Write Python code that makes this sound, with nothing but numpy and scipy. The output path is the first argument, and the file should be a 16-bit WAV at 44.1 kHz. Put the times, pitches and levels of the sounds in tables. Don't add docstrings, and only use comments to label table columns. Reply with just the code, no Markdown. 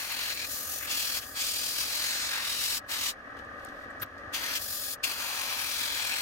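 import sys
import numpy as np
from scipy import signal
from scipy.fft import rfft, irfft, next_fast_len
from scipy.io import wavfile
from scipy.ndimage import uniform_filter1d, map_coordinates

SR = 44100
rng = np.random.default_rng(int(sys.argv[2]) if len(sys.argv) > 2 else 0)


def output_pcm(signal):
    pcm = np.clip(np.atleast_2d(signal).T, -1, 1) * 32767
    wavfile.write(sys.argv[1], SR, np.round(pcm).astype(np.int16))


N = 273861
T = np.arange(N) / SR

# time_s, lower_hz, upper_hz
HOLLOW_PITCHES = [(0, 2350, 4000), (.25, 2150, 4150), (.36, 2400, 4100), (.46, 2400, 4100),
                  (.92, 2640, 4560), (1.17, 2500, 4420), (1.42, 2450, 4150), (2.25, 2600, 4100),
                  (2.6, 2400, 3850), (3.08, 2650, 3900), (4.36, 2650, 4350), (5.05, 2580, 4700),
                  (5.5, 2550, 4800), (5.8, 2400, 4600), (6.0, 2350, 4500), (6.12, 2340, 4700)]
LOWER_WIDTH, UPPER_WIDTH = .25, .21


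def amp(db):
    return 10 ** (np.asarray(db) / 20)


def unit(x):
    return x / np.sqrt(np.mean(x ** 2) + 1e-20)


def along(points, hz):
    pitches, values = np.transpose(points)
    return np.interp(np.log(hz + 1), np.log(pitches), values)


def curves(rows):
    times, *columns = np.transpose(rows)
    return [np.interp(T, times, column) for column in columns]


def wobble(rate):
    return map_coordinates(rng.standard_normal(int(N * rate / SR) + 4), [T * rate])


def gate(start, end, rise, fall):
    return (1 + np.tanh((T - start) / rise)) * (1 - np.tanh((T - end) / fall)) / 4


def burst(peak_s, rise_s, fade_s):
    return np.exp(np.minimum(T - peak_s, 0) / rise_s) * amp(-60 * np.maximum(T - peak_s, 0) / fade_s)


def tone(hz):
    return np.sin(2 * np.pi * np.cumsum(hz, axis=-1) / SR)


def filtered(x, response):
    size = next_fast_len(N + 8192)
    return irfft(rfft(x, size) * response(np.fft.rfftfreq(size, 1 / SR)), size)[..., :N]


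def resonance(f, hz, width):
    return 1j * f * width / (hz * hz - f * f + 1j * f * width)


def noise(colour, likeness=None, lead=None):
    # pitch_hz, likeness (1 = the same)
    near_likeness = [(100, .99), (300, .9), (600, .65), (1200, .58), (1900, .6), (3000, .48), (8000, .33),
                     (15000, .33)]
    # pitch_hz, lead_samples
    near_lead = [(100, 5.8), (800, 2.5), (1250, 4.8), (1750, 8.3), (2500, 5.2), (3200, 2.84), (4000, 6.6),
                 (15000, 6.55)]
    # pitch_hz, left_db
    balance = [(100, -0.5), (500, 2.5), (2500, 1.5), (3600, 0.5), (5000, 1.5), (6500, 1.5), (7400, 2),
               (7950, 8), (8800, 5), (10500, 2), (13800, 4), (15800, 7)]
    likeness = near_likeness if likeness is None else likeness
    lead = near_lead if lead is None else lead
    size = next_fast_len(N)
    f = np.fft.rfftfreq(size, 1 / SR)
    common, opposed = rfft(rng.standard_normal((2, size)))
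    angle = np.arccos(np.clip(along(likeness, f), -1, 1)) / 2
    side = np.array([[1], [-1]])
    pair = np.cos(angle) * common + side * np.sin(angle) * opposed
    gain = amp(side * along(balance, f) / 2)
    time_shift = np.exp(1j * np.pi * side * f * along(lead, f) / SR)
    return unit(irfft(pair * gain * time_shift * colour(f), size)[:, :N])


def shaped_noise(spectrum):
    return noise(lambda f: amp(along(spectrum, f)))


def band_noise(hz, width):
    return noise(lambda f: resonance(f, hz, width * hz))


def compressor(stroke):
    # time_s, level_db
    swells = [(0, -52), (.6, -45.5), (1.25, -47.5), (2.6, -48), (2.85, -47), (3.22, -47), (3.32, -43.5),
              (3.97, -42.5), (4.09, -47), (4.25, -42), (4.7, -47)]
    # pitch_hz, width_hz, level_db
    housing_rings = [(283.6, 60, -4), (570, 188, -4), (775, 23, -4), (1123, 92, -3.5), (1215, 62, 0),
                     (1295, 43, 0), (1537, 130, -2.5), (1655, 41, 1), (1726, 120, .5), (1844, 58, -1),
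                     (1945, 35, 2.5)]
    # pitch_hz, likeness (1 = the same)
    room_likeness = [(100, .99), (400, .9), (700, .55), (1200, .35), (1700, .4), (2100, .15)]
    # pitch_hz, lead_samples
    room_lead = [(450, 5), (750, -4), (1300, -8), (1650, 9)]
    # pitch_hz, level_db
    rumble_colour = [(20, -11), (40, -5), (65, 1), (98, 1), (130, -5.5), (170, -10.5), (230, -2),
                     (285, -5.5), (370, -12), (520, -3.5), (740, -9), (860, -10.5), (1900, -17),
                     (2200, -50)]
    # pitch_hz, level_db
    hum_tones = [(88, -69), (279.9, -67), (586, -67), (1184, -61.5), (1215, -59.5), (1297, -61),
                 (1667, -58), (1857, -65)]
    # pitch_hz, level_db
    intake_colour = [(1200, -51), (2100, 6.5), (2800, 0.5), (4000, -5), (6300, -11.5), (7800, -22),
                     (9300, -17), (12000, -21), (15800, -38)]

    def housing_colour(f):
        power = sum(abs(amp(db) * resonance(f, hz, 1.42 * width) ** 2) ** 2
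                    for hz, width, db in housing_rings)
        return np.sqrt(power) / np.hypot(1, (f / 1950) ** 60)

    level_db, = curves(swells)
    swell_db = level_db - level_db.mean()
    housing = amp(level_db - .8 + 2.5 * stroke) * noise(housing_colour, room_likeness, room_lead)
    rumble = amp(-54.5 + .47 * swell_db + 1.3 * stroke) * shaped_noise(rumble_colour)
    speed = 1 + .002 * wobble(7)
    hum = sum(amp(db + .75 * swell_db + 2 * wobble(8)) * tone(hz * speed) for hz, db in hum_tones)
    intake = amp(-61.5 + .63 * swell_db) * shaped_noise(intake_colour)
    return housing + hum + rumble + intake


def fingers():
    # time_s, level_db, pitch_hz, fade_s
    touches = [(3.368, -54, 2800, 0.21), (3.39, -48, 3050, 0.07), (3.448, -63, 7000, .03),
               (3.596, -58, 4500, .04), (3.65, -41, 9300, 0.012), (3.66, -56, 4900, .13),
               (3.686, -52, 3480, 0.088), (3.905, -60, 7900, .073), (3.999, -51.5, 6000, 0.15),
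               (4.063, -61, 7000, .012), (4.181, -57, 4500, .11)]
    # pitch_hz, level_db
    skin_colour = [(1500, -14), (3500, 9), (7000, -5), (12000, -5), (15800, -11)]
    grit = unit(amp(3 * wobble(900)))
    ticks = sum(amp(db) * burst(s, .0008, fade_s) * band_noise(hz, width=.3)
                for s, db, hz, fade_s in touches)
    sliding = gate(start=3.58, end=3.855, rise=.03, fall=.008)
    slide = amp(-64.5 + 2.7 * wobble(29.4)) * sliding * shaped_noise(skin_colour)
    return grit * (ticks + slide)


def forceps():
    # pitch_hz, level_db, waver_hz, start_s, end_s
    squeaks = [(10300, -42, 260, 4.016, 4.032), (13130, -33.5, 50, 4.019, 4.038),
               (14350, -38.5, 60, 4.017, 4.029)]
    # time_s, knock_db, thud_db
    landings = [(4.0225, -33.5, -46), (4.031, -32, -45.5)]
    # pitch_hz, level_db
    bench_colour = [(25, -26), (100, 2), (200, -5.5), (400, -13), (800, -22), (1300, 5.5), (2200, -4),
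                    (4000, -8), (7000, -22.5), (12000, -22), (15000, -14)]
    squeak = 0
    for hz, db, waver_hz, start, end in squeaks:
        pitch_hz = hz + waver_hz * np.array([wobble(700), wobble(640)])
        squeak += amp(db) * gate(start, end, rise=.0033, fall=.0052) * tone(pitch_hz)
    lean_left, thud_hz = amp([[3], [-3]]), 102.2
    knock = sum(amp(db) * burst(s, rise_s=.0042, fade_s=.044) for s, db, _ in landings)
    thud = sum(amp(db) * burst(s, rise_s=.0086, fade_s=.11) for s, _, db in landings)
    return lean_left * squeak + knock * shaped_noise(bench_colour) + thud * np.sin(2 * np.pi * thud_hz * T)


def nearby_echoes(x, share, spread_s):
    draws = rng.random((2, 12, 2))
    echoes = np.zeros((2, SR // 20))
    for channel, (lateness, flip) in zip(echoes, draws.transpose(0, 2, 1)):
        delay_s = (1 + 9 * lateness) / 10 * spread_s
        channel[(delay_s * SR).astype(int)] = np.sign(flip - .5) * np.exp(-lateness)
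    echoes /= np.linalg.norm(echoes, axis=1, keepdims=True)
    reflected = signal.fftconvolve(x, echoes, axes=1)[:, :N]
    return (x + share * reflected) / np.sqrt(1 + share ** 2)


def bench_echo(x, share, top_hz):
    # time_s, delay_ms
    delays = [(0, 1.2), (.9, 1.16), (1.2, 1.17), (1.45, 1.24), (1.75, 1.26), (2, 1.22), (2.25, 1.18),
              (2.55, 1.03), (2.78, 1.0), (3.1, 1.05), (4.35, 1.15), (5.1, 1.2), (5.6, 1.22), (6.2, 1.22)]
    read_at = (T - curves(delays)[0] / 1000) * SR
    dull = filtered(x, lambda hz: 1 / np.hypot(1, (hz / top_hz) ** 2))
    return x + share * np.array([map_coordinates(channel, [read_at]) for channel in dull])


def moving_hands(x, depth_db):
    spectra = signal.stft(x, nperseg=512)[2]
    patches = rng.standard_normal(spectra.shape)
    for _ in range(2):
        patches = uniform_filter1d(patches, size=5, axis=1)
        patches = uniform_filter1d(patches, size=40, axis=2)
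    patches = unit(patches + patches.mean(axis=0))
    return signal.istft(spectra * amp(depth_db * patches), nperseg=512)[1][:, :N]


def stray_air():
    # start_s, end_s, pitch_hz, width_hz, level_db
    brushes = [(.1, .33, 2930, 700, -46), (0.364, .47, 6600, 1300, -47), (.47, 0.823, 5900, 1900, -48),
               (0.804, 0.88, 1890, 900, -38.5), (2.31, 2.427, 1670, 700, -42.5),
               (4.6, 4.955, 4560, 2000, -45.5), (5.15, 5.6, 3400, 300, -52),
               (5.715, 6.08, 3430, 450, -44.5), (5.7, 6.21, 7000, 800, -49)]
    return sum(amp(db) * gate(start, end, rise=.011, fall=.011)
               * noise(lambda f: resonance(f, hz, width) ** 2)
               for start, end, hz, width, db in brushes)


def hollow_ring(hz, width):
    f, times, spectra = signal.stft(noise(np.ones_like), SR, nperseg=512)
    centre_hz = np.interp(times, T, hz)
    peak = abs(resonance(f[:, None], centre_hz, width * centre_hz)) ** 2
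    return unit(signal.istft(spectra * peak, nperseg=512)[1][:, :N])


def air_spurts():
    # time_s, level_db, pitch_hz, fade_s, ring_db (compared with the spurt)
    spurts = [(.915, -30, 4820, 0.085, -15), (1.232, -40.5, 2900, .1, -12), (1.41, -31.5, 4800, 0.35, -7),
              (4.347, -29, 3070, 0.17, -6), (4.562, -31, 3220, 0.13, -7), (5.041, -24, 4000, 0.097, -4.5),
              (6.125, -40.5, 2350, 0.12, 10)]
    hollow = hollow_ring(curves(HOLLOW_PITCHES)[0], LOWER_WIDTH)
    return sum(amp(db) * burst(s, .016, fade_s) * (band_noise(hz, width=.69) + amp(ring_db) * hollow)
               for s, db, hz, fade_s, ring_db in spurts)


def jet_on_lure():
    # start_s, end_s, rush_db, growth_db (as the nozzle comes closer),
    # hiss_change_db, lower_ring_db, upper_ring_db
    passes = [(-.1, 0.11, -41.5, -1, 2, -49, -51), (.105, 0.341, -38, 3, 1, -47, -41.5),
              (0.356, 0.462, -39, 0, -0.5, -41, -42), (0.871, 1.203, -36.5, -1.5, 2.5, -42, -40.5),
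              (1.342, 2.291, -36, 3.5, -0.7, -49.5, -42), (2.291, 2.45, -37, 2, -1, -47, -45),
              (2.45, 2.814, -34.5, -1.5, 1, -62, -45), (2.87, 3.162, -34.5, 6.5, 0.5, -52, -42),
              (4.31, 4.58, -37.5, 5.5, 1, -58, -50), (5.02, 5.63, -38, 2, 1.5, -45.5, -46),
              (5.63, 6.3, -36.5, 0, 0.5, -43.5, -47)]
    # time_s, squareness (0 = grazing, 1 = head-on)
    aim = [(0, 0.82), (.31, 0.6), (.42, 0.47), (.89, 0.64), (.97, 0.086), (1.19, 0.32), (1.38, 0.55),
           (1.5, 0.09), (1.82, 0.2), (2.25, 0.44), (2.38, 0.78), (2.49, 0.43), (2.77, 0.18), (2.9, 0.58),
           (3.1, 0.085), (4.36, 0.87), (4.51, 0.77), (4.58, 0.072), (5.06, 0.7), (5.54, 0.81), (5.7, 0.33),
           (6.2, 0.7)]
    # pitch_hz, level_db
    hiss_colour = [(500, -34), (2200, -8), (3500, -4.5), (4800, -1.5), (6800, -2.5), (8000, -5.5),
                   (9000, -2.5), (10300, 0), (12000, -0.5), (15800, -2.5)]
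    # pitch_hz, level_db
    edge_colour = [(1200, -22), (2500, -5), (3100, -3), (4200, 1), (5100, 0), (5800, 0.5), (7200, -5.5),
                   (9500, -6.5), (11500, -15.5), (15500, -29)]
    # pitch_hz, level_db
    face_colour = [(200, -36), (500, -19.5), (850, -7.3), (1200, -3), (1600, -2), (2000, 0.6), (3050, -3.5),
                   (4500, -2), (7000, -36), (12000, -44)]
    squareness = np.clip(curves(aim)[0], 0, 1)
    hiss_db, blocked_db = -34, -6.5
    rush = lower = upper = 0
    for start, end, rush_db, growth_db, hiss_change_db, lower_db, upper_db in passes:
        on_lure = gate(start, end, rise=.007, fall=.007)
        hiss_db += on_lure * (hiss_change_db + blocked_db * squareness)
        contact = on_lure * amp(growth_db * np.interp(T, [start, end], [-.5, .5]))
        rush += amp(rush_db) * contact
        lower += amp(lower_db) * contact
        upper += amp(upper_db) * contact
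    lower_hz, upper_hz = curves(HOLLOW_PITCHES)
    hollow = lower * hollow_ring(lower_hz, LOWER_WIDTH) + upper * hollow_ring(upper_hz, UPPER_WIDTH)
    hiss = amp(hiss_db) * shaped_noise(hiss_colour)
    edge = rush * amp(np.interp(squareness, [0, 1], [3, -4.5])) * shaped_noise(edge_colour)
    face = rush * amp(np.interp(squareness, [0, 1], [-8.5, 4.5])) * shaped_noise(face_colour)
    return hiss + edge + face + hollow


def airbrush(stroke):
    # open_s, close_s, rise_s, fall_s, left_db (compared with the right)
    presses = [(-.1, 2.786, .005, .008, .4), (2.895, 3.106, .014, .016, .5),
               (4.334, 4.949, .007, .0072, 1.7), (5.036, 6.43, .0046, .009, 1.8)]
    # start_s, end_s, flow_change_db
    eases = [(-.1, 0.104, -0.5), (0.317, 0.5, -3), (0.8, 0.903, -4), (1.192, 1.357, -9), (2.85, 2.93, -0.5),
             (4.578, 4.613, -5.5)]
    sides = np.array([[.5], [-.5]])
    valve = sum(gate(*timing) * amp(sides * left_db) for *timing, left_db in presses)
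    flow_db = sum(db * gate(start, end, rise=.0043, fall=.0043) for start, end, db in eases)
    tremble_db = stroke * (1.45 + .5 * wobble(18)) + .89 * wobble(25)
    spurts = air_spurts()
    stream = amp(flow_db + tremble_db) * (jet_on_lure() + stray_air())
    return valve * moving_hands(stream + spurts, depth_db=1.52)


def scene():
    stroke_hz = 42.8 * (1 + .055 * wobble(9))
    stroke = tone(stroke_hz)
    spray = bench_echo(airbrush(stroke), share=.14, top_hz=5500)
    spray = nearby_echoes(spray, share=.2, spread_s=.012)
    return spray + fingers() + forceps() + compressor(stroke)


def record(dry):
    top_hz = 15850
    return filtered(dry, lambda hz: (1 - np.tanh((hz - top_hz) / 60)) / 2)


dry = scene()
out = record(dry)
output_pcm(out)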